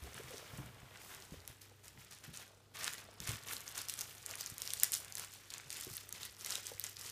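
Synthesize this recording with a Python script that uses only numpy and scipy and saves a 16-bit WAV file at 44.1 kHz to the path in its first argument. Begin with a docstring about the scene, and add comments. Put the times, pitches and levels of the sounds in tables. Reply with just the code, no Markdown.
"""Crinkly film snaps and crackles inside a soft toy as puppies worry it on a living-room floor.
Each tug works the film harder: big creases pop through, countless small ones give way in clumps.
Fur and fabric catch and slip in a grainy hiss, claws and teeth rap on the toy, and paws and bodies
thud on the floor. Short room reflections surround the play, and an appliance hums faintly behind it."""
import sys
import numpy as np
from scipy import signal
from scipy.fft import rfft, irfft
from scipy.io import wavfile
from scipy.ndimage import uniform_filter1d

SR = 44100
rng = np.random.default_rng(int(sys.argv[2]) if len(sys.argv) > 2 else 0)


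def to_wav(s):
    """Save 16-bit WAV."""
    ch = np.atleast_2d(s).T  # columns
    pcm = np.round(np.clip(ch, -1, 1) * 32767)  # PCM
    wavfile.write(sys.argv[1], SR, pcm.astype(np.int16))


N = 313551
TIME = np.arange(N) / SR

# partials of the appliance hum: (frequency [Hz], rms level [dB])
HUM_PARTIALS = [(99.3, -69), (125.5, -80)]
# tone of the room air, shifting bodies, fur, fabric and film: (frequency [Hz], relative level [dB])
AIR_SPECTRUM = [(25, -30), (45, -3), (68, 7.5), (85, -22), (108, -31), (125, 3), (165, -9.5), (240, -7.5),
                (330, -6), (450, -5), (700, -17), (1500, -20), (4000, -17), (5000, -19), (15000, -28)]
BODY_SPECTRUM = [(40, -3.5), (68, 0), (95, 3), (135, 4.5), (220, -3.5), (400, -4.5), (1000, -25.5),
                 (4000, -35)]
FUR_SPECTRUM = [(200, -1.5), (280, -7.5), (420, 0.5), (600, 0.5), (850, 0), (1200, -2), (1500, -3.5),
                (2200, -27), (6000, -36)]
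FABRIC_SPECTRUM = [(600, -17), (1100, -0.5), (1500, 1.5), (1950, 2.5), (2300, 1.5), (3100, -1),
                   (3700, -2.5), (4800, -14.5), (8000, -17), (15000, -46)]
FILM_SPECTRUM = [(1500, -20.5), (2800, -2), (3800, -2), (5200, -0.5), (7000, -3.5), (9000, -6), (11500, -8),
                 (13500, -5), (15500, -9.5)]
# the litter's constant stirring: (time [s], fur level [dB], fabric level [dB], film level [dB])
STIR_LEVELS = [(0, -66, -59, -63), (0.299, -63, -56.5, -59), (.6, -58.5, -58.5, -61),
               (0.748, -67.5, -62, -68), (1.2, -64, -63, -63), (1.78, -78, -70.5, -73),
               (2.1, -71.5, -65, -66.5), (2.451, -72.5, -68, -68), (2.7, -74.5, -79, -79.5),
               (2.85, -69, -71, -68.5), (3.17, -66, -64.5, -68), (3.6, -66.5, -58, -59),
               (4.2, -68.5, -61.5, -59), (5.0, -66.5, -58.5, -60), (5.44, -72.5, -63.5, -63),
               (5.981, -69.5, -59.5, -59), (6.08, -71, -63, -64), (6.35, -71.5, -64, -64.5),
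               (7.11, -76, -66.5, -58)]
# a puppy tugs at the toy: (start [s], length [s], fabric level [dB], film level [dB])
TOY_TUGS = [(0.021, 0.035, -67, -59), (0.146, 0.038, -53, -58), (0.272, 0.11, -63.5, -57),
            (0.518, 0.066, -70, -62), (0.932, 0.022, -60, -65), (0.988, 0.11, -65, -57),
            (1.088, .05, -52.5, -56), (1.194, .04, -68, -61), (1.314, 0.023, -62, -60),
            (1.476, 0.023, -61, -58), (1.606, 0.011, -59.5, -56), (1.828, 0.048, -61.5, -59.5),
            (1.977, 0.037, -62, -60), (2.103, 0.018, -59.5, -54.5), (2.228, 0.019, -55.5, -55.5),
            (2.328, 0.014, -55, -51), (2.37, .04, -54.5, -56), (2.736, 0.033, -50.5, -53),
            (2.782, 0.062, -44.5, -47), (2.829, .055, -48, -47), (2.915, .02, -52.5, -52),
            (2.969, 0.023, -53.5, -55.5), (3.208, 0.04, -51, -51.5), (3.26, 0.032, -44.5, -46),
            (3.312, .035, -54, -52), (3.456, 0.078, -49, -46), (3.657, 0.034, -59, -54),
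            (3.744, 0.046, -47, -45), (3.879, 0.017, -52.5, -46), (3.967, 0.049, -51.5, -48),
            (4.061, 0.053, -61.5, -55.5), (4.273, 0.049, -50.5, -51.5), (4.37, 0.044, -53.5, -48),
            (4.453, 0.022, -58.5, -51), (4.589, 0.077, -56.5, -50), (4.682, 0.13, -61, -49.5),
            (4.812, 0.032, -50.5, -44.5), (4.921, 0.013, -50.5, -37), (5.163, 0.059, -52.5, -49.5),
            (5.32, .015, -63, -53.5), (5.495, 0.053, -55.5, -55), (5.699, 0.092, -54.5, -50),
            (5.799, 0.037, -62, -49.5), (5.88, 0.098, -74, -50.5), (6.131, 0.033, -55.5, -53.5),
            (6.192, .06, -54, -50), (6.381, 0.039, -57.5, -53), (6.446, 0.022, -49, -48),
            (6.483, 0.049, -48.5, -45), (6.549, 0.03, -52, -51.5), (6.625, 0.062, -55.5, -50),
            (6.692, 0.019, -67, -56.5), (6.796, 0.016, -59, -52.5), (6.833, 0.013, -50, -44.5),
            (6.969, 0.059, -57, -52.5), (7.036, 0.031, -52.5, -48)]
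# paws and bodies hit the floor: (time [s], level [dB], pitch [Hz], 60 dB decay time [s])
FLOOR_BUMPS = [(0.021, -40, 68, 0.32), (0.042, -46, 413, 0.22), (0.147, -53, 128.5, 0.6),
               (0.196, -37, 410, 0.057), (0.234, -52.5, 135, 0.35), (0.3, -49.5, 516, 0.26),
               (0.336, -40, 414, 0.09), (0.533, -42.5, 124.8, 0.23), (0.585, -34.5, 134, 0.15),
               (0.591, -52, 297, 0.2), (0.632, -48.5, 123, 0.72), (0.829, -40.5, 132, 0.054),
               (1.321, -32.5, 160, 0.061), (1.341, -37.5, 483, 0.019), (1.372, -45.5, 90, 0.16),
               (1.496, -41, 115, 0.049), (1.954, -54.5, 130.8, 0.39), (2.279, -42.5, 138.4, 0.16),
               (3.087, -35.5, 640, 0.016), (3.202, -41, 127.7, 0.15), (3.288, -32, 109.6, 0.1),
               (3.29, -43, 256.4, 0.066), (3.331, -40, 102, 0.14), (4.297, -47, 512, 0.045),
               (4.52, -39, 98, 0.053), (4.766, -53, 80.5, 0.097), (5.653, -50, 146.4, 0.12),
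               (5.868, -38.5, 360, 0.049), (5.873, -43, 127.7, 0.063), (5.908, -41.5, 110, 0.077),
               (6.134, -50, 170, 0.076), (6.716, -32.5, 490, 0.023), (6.747, -50, 76, 0.056)]
# claws and teeth hit the toy: (time [s], level [dB], pitch [Hz], 60 dB decay time of the rasp [s])
TOY_KNOCKS = [(0.1782, -36, 2050, 0.011), (.074, -38, 780, 0.011), (1.714, -50.5, 485, 0.044),
              (1.975, -43.5, 1910, 0.012), (2.507, -54.5, 588, 0.024), (2.8785, -30, 2020, 0.0059),
              (4.835, -37, 1920, 0.011), (5.599, -34.5, 2120, 0.01), (6.779, -45, 2290, 0.014)]
# how much the film creases rather than slides: (time [s], grain level against hiss [dB])
CREASE_BALANCE = [(0, -3.5), (1.15, -11), (1.5, -0.5), (2.7, 2), (3.6, 5), (5.2, 1), (7.1, 5)]
# big creases of the film popping through: (time [s], level [dB], pitch [Hz])
BIG_CREASES = [(.144, -47.5, 8900), (.381, -46.5, 5800), (.973, -53, 6300), (1.1481, -47, 7100),
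               (1.223, -51, 5500), (1.4033, -54.5, 4660), (1.4769, -41, 8550), (1.881, -48.5, 6130),
               (2.373, -42, 6400), (2.7697, -48, 5800), (2.8434, -33.5, 6400), (2.871, -50, 7580),
               (2.8786, -30.5, 2860), (2.935, -40, 9820), (2.9818, -47, 4940), (3.2027, -39.5, 4400),
               (3.2742, -37, 7830), (3.2918, -36, 6660), (3.3173, -39, 7400), (3.3575, -47, 6300),
               (3.4357, -50, 6600), (3.5335, -37.5, 9000), (3.5663, -39, 4530), (3.6059, -44.5, 8750),
               (3.6784, -40, 5770), (3.7237, -50, 7040), (3.779, -35.5, 7470), (3.8165, -40, 7750),
               (3.8853, -38, 6540), (3.8969, -33, 6970), (3.9386, -37.5, 7580), (3.99, -37, 7230),
               (4.0094, -34, 8000), (4.0145, -37, 7900), (4.2619, -36, 8140), (4.311, -40, 7310),
               (4.3547, -40, 9120), (4.4093, -35.5, 6030), (4.4615, -36.5, 5650), (4.4998, -42.5, 7660),
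               (4.5812, -39.5, 7180), (4.619, -33.5, 6660), (4.6755, -36, 6600), (4.7047, -36, 4900),
               (4.7354, -30, 7610), (4.7989, -34, 6870), (4.8339, -18, 9000), (4.843, -31, 6970),
               (4.92, -32, 10280), (4.9397, -29, 8770), (4.9501, -34, 6400), (5.047, -46, 7640),
               (5.1234, -42, 6060), (5.153, -36, 9670), (5.171, -41, 5110), (5.1817, -40.5, 7150),
               (5.1962, -38, 9540), (5.247, -44, 8170), (5.5039, -43, 4820), (5.581, -43.5, 7100),
               (5.5385, -39, 5160), (5.704, -37.5, 6210), (5.728, -41.5, 7650), (5.7692, -43.5, 7280),
               (5.8105, -39.5, 9040), (5.848, -43, 10500), (5.968, -37, 10700), (6.091, -44, 10000),
               (6.126, -37, 6700), (6.2317, -39.5, 4400), (6.252, -43, 9300), (6.4099, -45, 6300),
               (6.4472, -37.5, 6420), (6.461, -37, 7740), (6.5057, -33.5, 5940), (6.5212, -36, 5170),
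               (6.5545, -32, 4270), (6.6681, -37, 6200), (6.7965, -33.5, 10100), (6.84, -34.5, 7230),
               (6.9682, -43.5, 4600), (7.012, -43, 6250), (7.0987, -42.5, 6020)]

# faders, added to the levels in the tables
SHUFFLE_DB, BUMP_DB, FABRIC_DB, CRACKLE_DB, SNAP_DB = -3.5, -2.5, -2.5, -2, 2.5


def from_db(db):
    """Decibels to amplitude."""
    return 10 ** (np.asarray(db) / 20)


def unit_rms(x):
    """Scale to an rms of 1."""
    return x / np.sqrt(np.mean(x ** 2) + 1e-20)


def level_out(x):
    """Ride the running level towards 1 and keep the fine grain."""
    x = unit_rms(x)
    return x / np.sqrt(np.maximum(uniform_filter1d(x ** 2, size=1800), 0) + 0.0079)


def add(out, start_s, sound):
    """Mix a short sound in at start_s."""
    at = int(np.clip(round(start_s * SR), 0, N - 1))
    out[at:at + len(sound)] += sound[:N - at]


def drift(rate_hz):
    """Smooth random modulation with a spread of 1."""
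    pole = np.exp(-40 * np.pi * rate_hz / SR)
    noise = rng.standard_normal(N // 20 + 4002)
    slow = signal.lfilter([1], [1, -2 * pole, pole * pole], noise)[4000:]
    return np.interp(np.arange(N) / 20, np.arange(len(slow)), unit_rms(slow))


def colour(x, spectrum):
    """Minimum-phase EQ with the given curve; white noise keeps its power."""
    hz, db = np.transpose(spectrum)
    size = 2 ** 13
    grid = np.maximum(np.fft.rfftfreq(size, 1 / SR), 1)
    curve = from_db(np.interp(np.log(grid), np.log(hz), db))
    gain = unit_rms(curve * np.minimum(grid / hz[0], 1))
    cepstrum = irfft(np.log(gain + 1e-9))
    cepstrum[1:size // 2] *= 2
    cepstrum[size // 2 + 1:] = 0
    return signal.fftconvolve(x, irfft(np.exp(rfft(cepstrum))))[:len(x)]


def cut(x, kind, hz, order=2):
    """Butterworth low-, high- or band-pass."""
    return signal.sosfilt(signal.butter(order, hz, kind, fs=SR, output="sos"), x)


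def resonate(x, hz, q):
    """One resonance, with a gain of 1 at its peak."""
    return signal.lfilter(*signal.iirpeak(min(hz, .4 * SR), q, fs=SR), x + 1e-18)


def noise_band(length, hz, q):
    """Noise around one pitch, at an rms of 1."""
    return unit_rms(resonate(resonate(rng.standard_normal(length), hz, q), hz, q))


def room_tone(air_db=-70, waver_db=1.5):
    """A bed of room air and the softly wavering hum of an appliance."""
    waver, phase = waver_db * drift(2), .2 * drift(.7)
    hum = sum(from_db(db + waver) * np.sqrt(2) * np.sin(2 * np.pi * hz * TIME + phase)
              for hz, db in HUM_PARTIALS)
    return hum + from_db(air_db) * colour(rng.standard_normal(N), AIR_SPECTRUM)


def room_tail(t60_s=.32, treble_t60_s=.0576, split_hz=8000, predelay_s=.001):
    """Diffuse reflections; the furniture soaks up the treble first."""
    t = TIME[:SR // 2]
    mids = cut(rng.standard_normal(len(t)), "band", [220, split_hz]) * from_db(-60 * t / t60_s)
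    treble = cut(rng.standard_normal(len(t)), "high", split_hz) * from_db(-60 * t / treble_t60_s)
    tail = (mids + 1.34 * treble) * (t > predelay_s)
    return tail / np.sqrt(np.sum(tail ** 2))


def living_room(x, places=12, wet_db=-12):
    """The puppies keep moving, so the reflections crossfade from place to place."""
    position = np.linspace(0, places - 1, N)
    sends = (np.sqrt(np.maximum(1 - np.abs(position - k), 0)) for k in range(places))
    wet = sum(signal.oaconvolve(x * send, room_tail())[:N] for send in sends)
    return x + from_db(wet_db) * wet


def play_levels(attack_s=.012, build_db=3.5, release_db_per_s=230, fur_in_tug_db=-11.5):
    """Fur, fabric and film envelopes in dB: over the stirring, each tug grabs, builds and lets go."""
    times, *levels = np.transpose(STIR_LEVELS)
    fur, fabric, film = [from_db(np.interp(TIME, times, db)) ** 2 for db in levels]  # add as powers
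    t = TIME[:SR // 2]
    for start, length, fabric_db, film_db in TOY_TUGS:
        build = from_db(-build_db * np.maximum(1 - t / length, 0))
        release = from_db(-release_db_per_s * np.maximum(t - length, 0))
        envelope = np.minimum(t / attack_s, 1) * build * release
        add(fur, start, (from_db(fabric_db + fur_in_tug_db) * envelope) ** 2)
        add(fabric, start, (from_db(fabric_db) * envelope) ** 2)
        add(film, start, (from_db(film_db) * envelope) ** 2)
    return 10 * np.log10([fur, fabric, film])


def body_shuffle(fur_db, follow=.64):
    """Bodies shifting on the floor rumble softly along with the brushing of fur."""
    level_db = fur_db.mean() + follow * (fur_db - fur_db.mean())
    return from_db(level_db + SHUFFLE_DB) * colour(rng.standard_normal(N), BODY_SPECTRUM)


def floor_bumps(attack_s=.0019, sag_hz=68):
    """Padded blows: a damped swing of the floor, a dull scuff and, under the low ones, a slower sag."""
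    out, t = np.zeros(N), TIME[:SR // 3]
    for start, db, hz, t60 in FLOOR_BUMPS:
        swing = np.sin(2 * np.pi * hz * t)
        scuff = .51 * noise_band(len(t), hz, q=1.05)
        sag = .42 * (hz < 200) * np.sin(2 * np.pi * sag_hz * t)
        envelope = from_db(db + BUMP_DB - 60 * t / t60) * (1 - np.exp(-t / attack_s))
        add(out, start, envelope * (swing + scuff + sag))
    return cut(out, "high", 40)


def toy_knocks():
    """A claw or tooth meets the toy: a dry rasp with a ping that dies twice as fast."""
    out, t = np.zeros(N), TIME[:SR // 16]
    for start, db, hz, t60 in TOY_KNOCKS:
        decay = from_db(-60 * t / t60)
        ping = np.sin(2 * np.pi * hz * t) * decay ** 2
        rasp = noise_band(len(t), hz, q=1.4) * decay
        add(out, start, from_db(db) * (ping + rasp) / np.sqrt(2))
    return out


def fibre_rub(level_db, spectrum, catch_db, catch_hz):
    """Fibres catch and slip, so the friction hiss is grainy."""
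    friction = unit_rms(rng.standard_normal(N) * from_db(catch_db * drift(catch_hz)))
    return from_db(level_db) * colour(friction, spectrum)


def film_crackle(level_db, clicks_per_s=1000, clump_db=4.5, size_db=2.5, crisp_hz=9000):
    """Countless small creases give way in clumps over a sliding hiss; their balance changes over time."""
    effort_db = level_db - level_db.mean()
    rate = clicks_per_s * from_db(.5 * effort_db + clump_db * drift(45))
    sizes = from_db(size_db * np.minimum(rng.exponential(1, N), 11.3)) * rng.choice([-1, 1], N)
    clicks = sizes * (rng.random(N) < rate / SR)
    facet_hz = np.geomspace(3000, 14000, 10)
    facet = rng.choice(len(facet_hz), N)  # each click rings one facet of the film
    grains = level_out(sum(resonate(clicks * (facet == k), hz, q=5.6) for k, hz in enumerate(facet_hz)))
    grain_db = np.interp(TIME, *np.transpose(CREASE_BALANCE)) + .067 * effort_db
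    slide = rng.standard_normal(N)
    film = level_out(colour(from_db(grain_db) * grains + slide, FILM_SPECTRUM))
    # the film goes taut and slack by chance, and taut film sounds crisper
    tilt_db = .8 + 2.5 * drift(3.3)
    low = cut(film, "low", crisp_hz, order=4) * from_db(-tilt_db / 2)
    top = cut(film, "high", crisp_hz, order=4) * from_db(tilt_db / 2)
    return from_db(level_db + CRACKLE_DB) * (low + top)


def lesser_creases(film_db, brisk_db=-53.5, pops_per_s=30, pop_db=-51, pop_hz=7100, count=400):
    """Strain lets go unevenly, faster and louder under effort: (time [s], level [dB], pitch [Hz])."""
    effort_db = film_db - brisk_db  # pops_per_s and pop_db hold when the film is at brisk_db
    strain = np.cumsum(pops_per_s * from_db(.9 * effort_db)) / SR
    delay, size, detune = np.clip(rng.standard_normal((count, 3)), -2, 2).T
    thresholds = np.arange(count) + delay
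    times = np.interp(thresholds, strain, TIME)
    db = pop_db + .49 * np.interp(times, TIME, effort_db) + 1.5 * size
    hz = pop_hz * 2 ** (.35 * detune)
    return np.transpose([times, db, hz])[(thresholds > 0) & (thresholds < strain[-1])]


def film_snaps(creases, splinter_s=.0003, lag_s=.0003, body_hz=1884, body_db=-4, max_snaps=500):
    """A crease starts to slip, pops in one jump, splinters and rings its own facet of film."""
    out, t = np.zeros(N), TIME[:512] - TIME[64]  # the jump is at t = 0
    splinters = .37 * np.exp(np.where(t < 0, 2 * t, -t / 2) / splinter_s)
    for (start, db, hz), noise in zip(creases, rng.standard_normal((max_snaps, len(t)))):
        push = splinters * noise
        push[t == 0] = np.sign(noise[0])
        pop = resonate(push, hz, q=1.36)
        detune = 1.01 * from_db(.63 * np.clip(noise[-1], -2, 2))
        ring = .53 * resonate(push, hz * detune, q=2.3)
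        body = from_db(body_db) * resonate(push, body_hz, q=4.96)
        # a small facet radiates little below its own pitch
        snap = cut(pop + ring, "band", [min(.35 * hz, 9000), 15000]) + body
        snap *= np.sqrt(.0013 * SR / np.sum(snap ** 2))  # the energy of 1.3 ms at an rms of 1
        add(out, start + lag_s + t[0], from_db(db + SNAP_DB) * snap)
    return out


def scene():
    """The play, with the crinkly film up front, heard in the room in mono."""
    fur_db, fabric_db, film_db = play_levels()
    fur = fibre_rub(fur_db, FUR_SPECTRUM, catch_db=3.5, catch_hz=110)
    fabric = fibre_rub(fabric_db + FABRIC_DB, FABRIC_SPECTRUM, catch_db=3, catch_hz=123)
    film = film_crackle(film_db) + film_snaps([*BIG_CREASES, *lesser_creases(film_db)])
    play = film + fur + fabric + toy_knocks() + floor_bumps() + body_shuffle(fur_db)
    return (living_room(play) + room_tone())[None]


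def record(dry):
    """A steep high cut at 15.4 kHz."""
    return signal.sosfilt(signal.ellip(10, .2, 70, 15400, fs=SR, output="sos"), dry)


dry = scene()
out = record(dry)
to_wav(out)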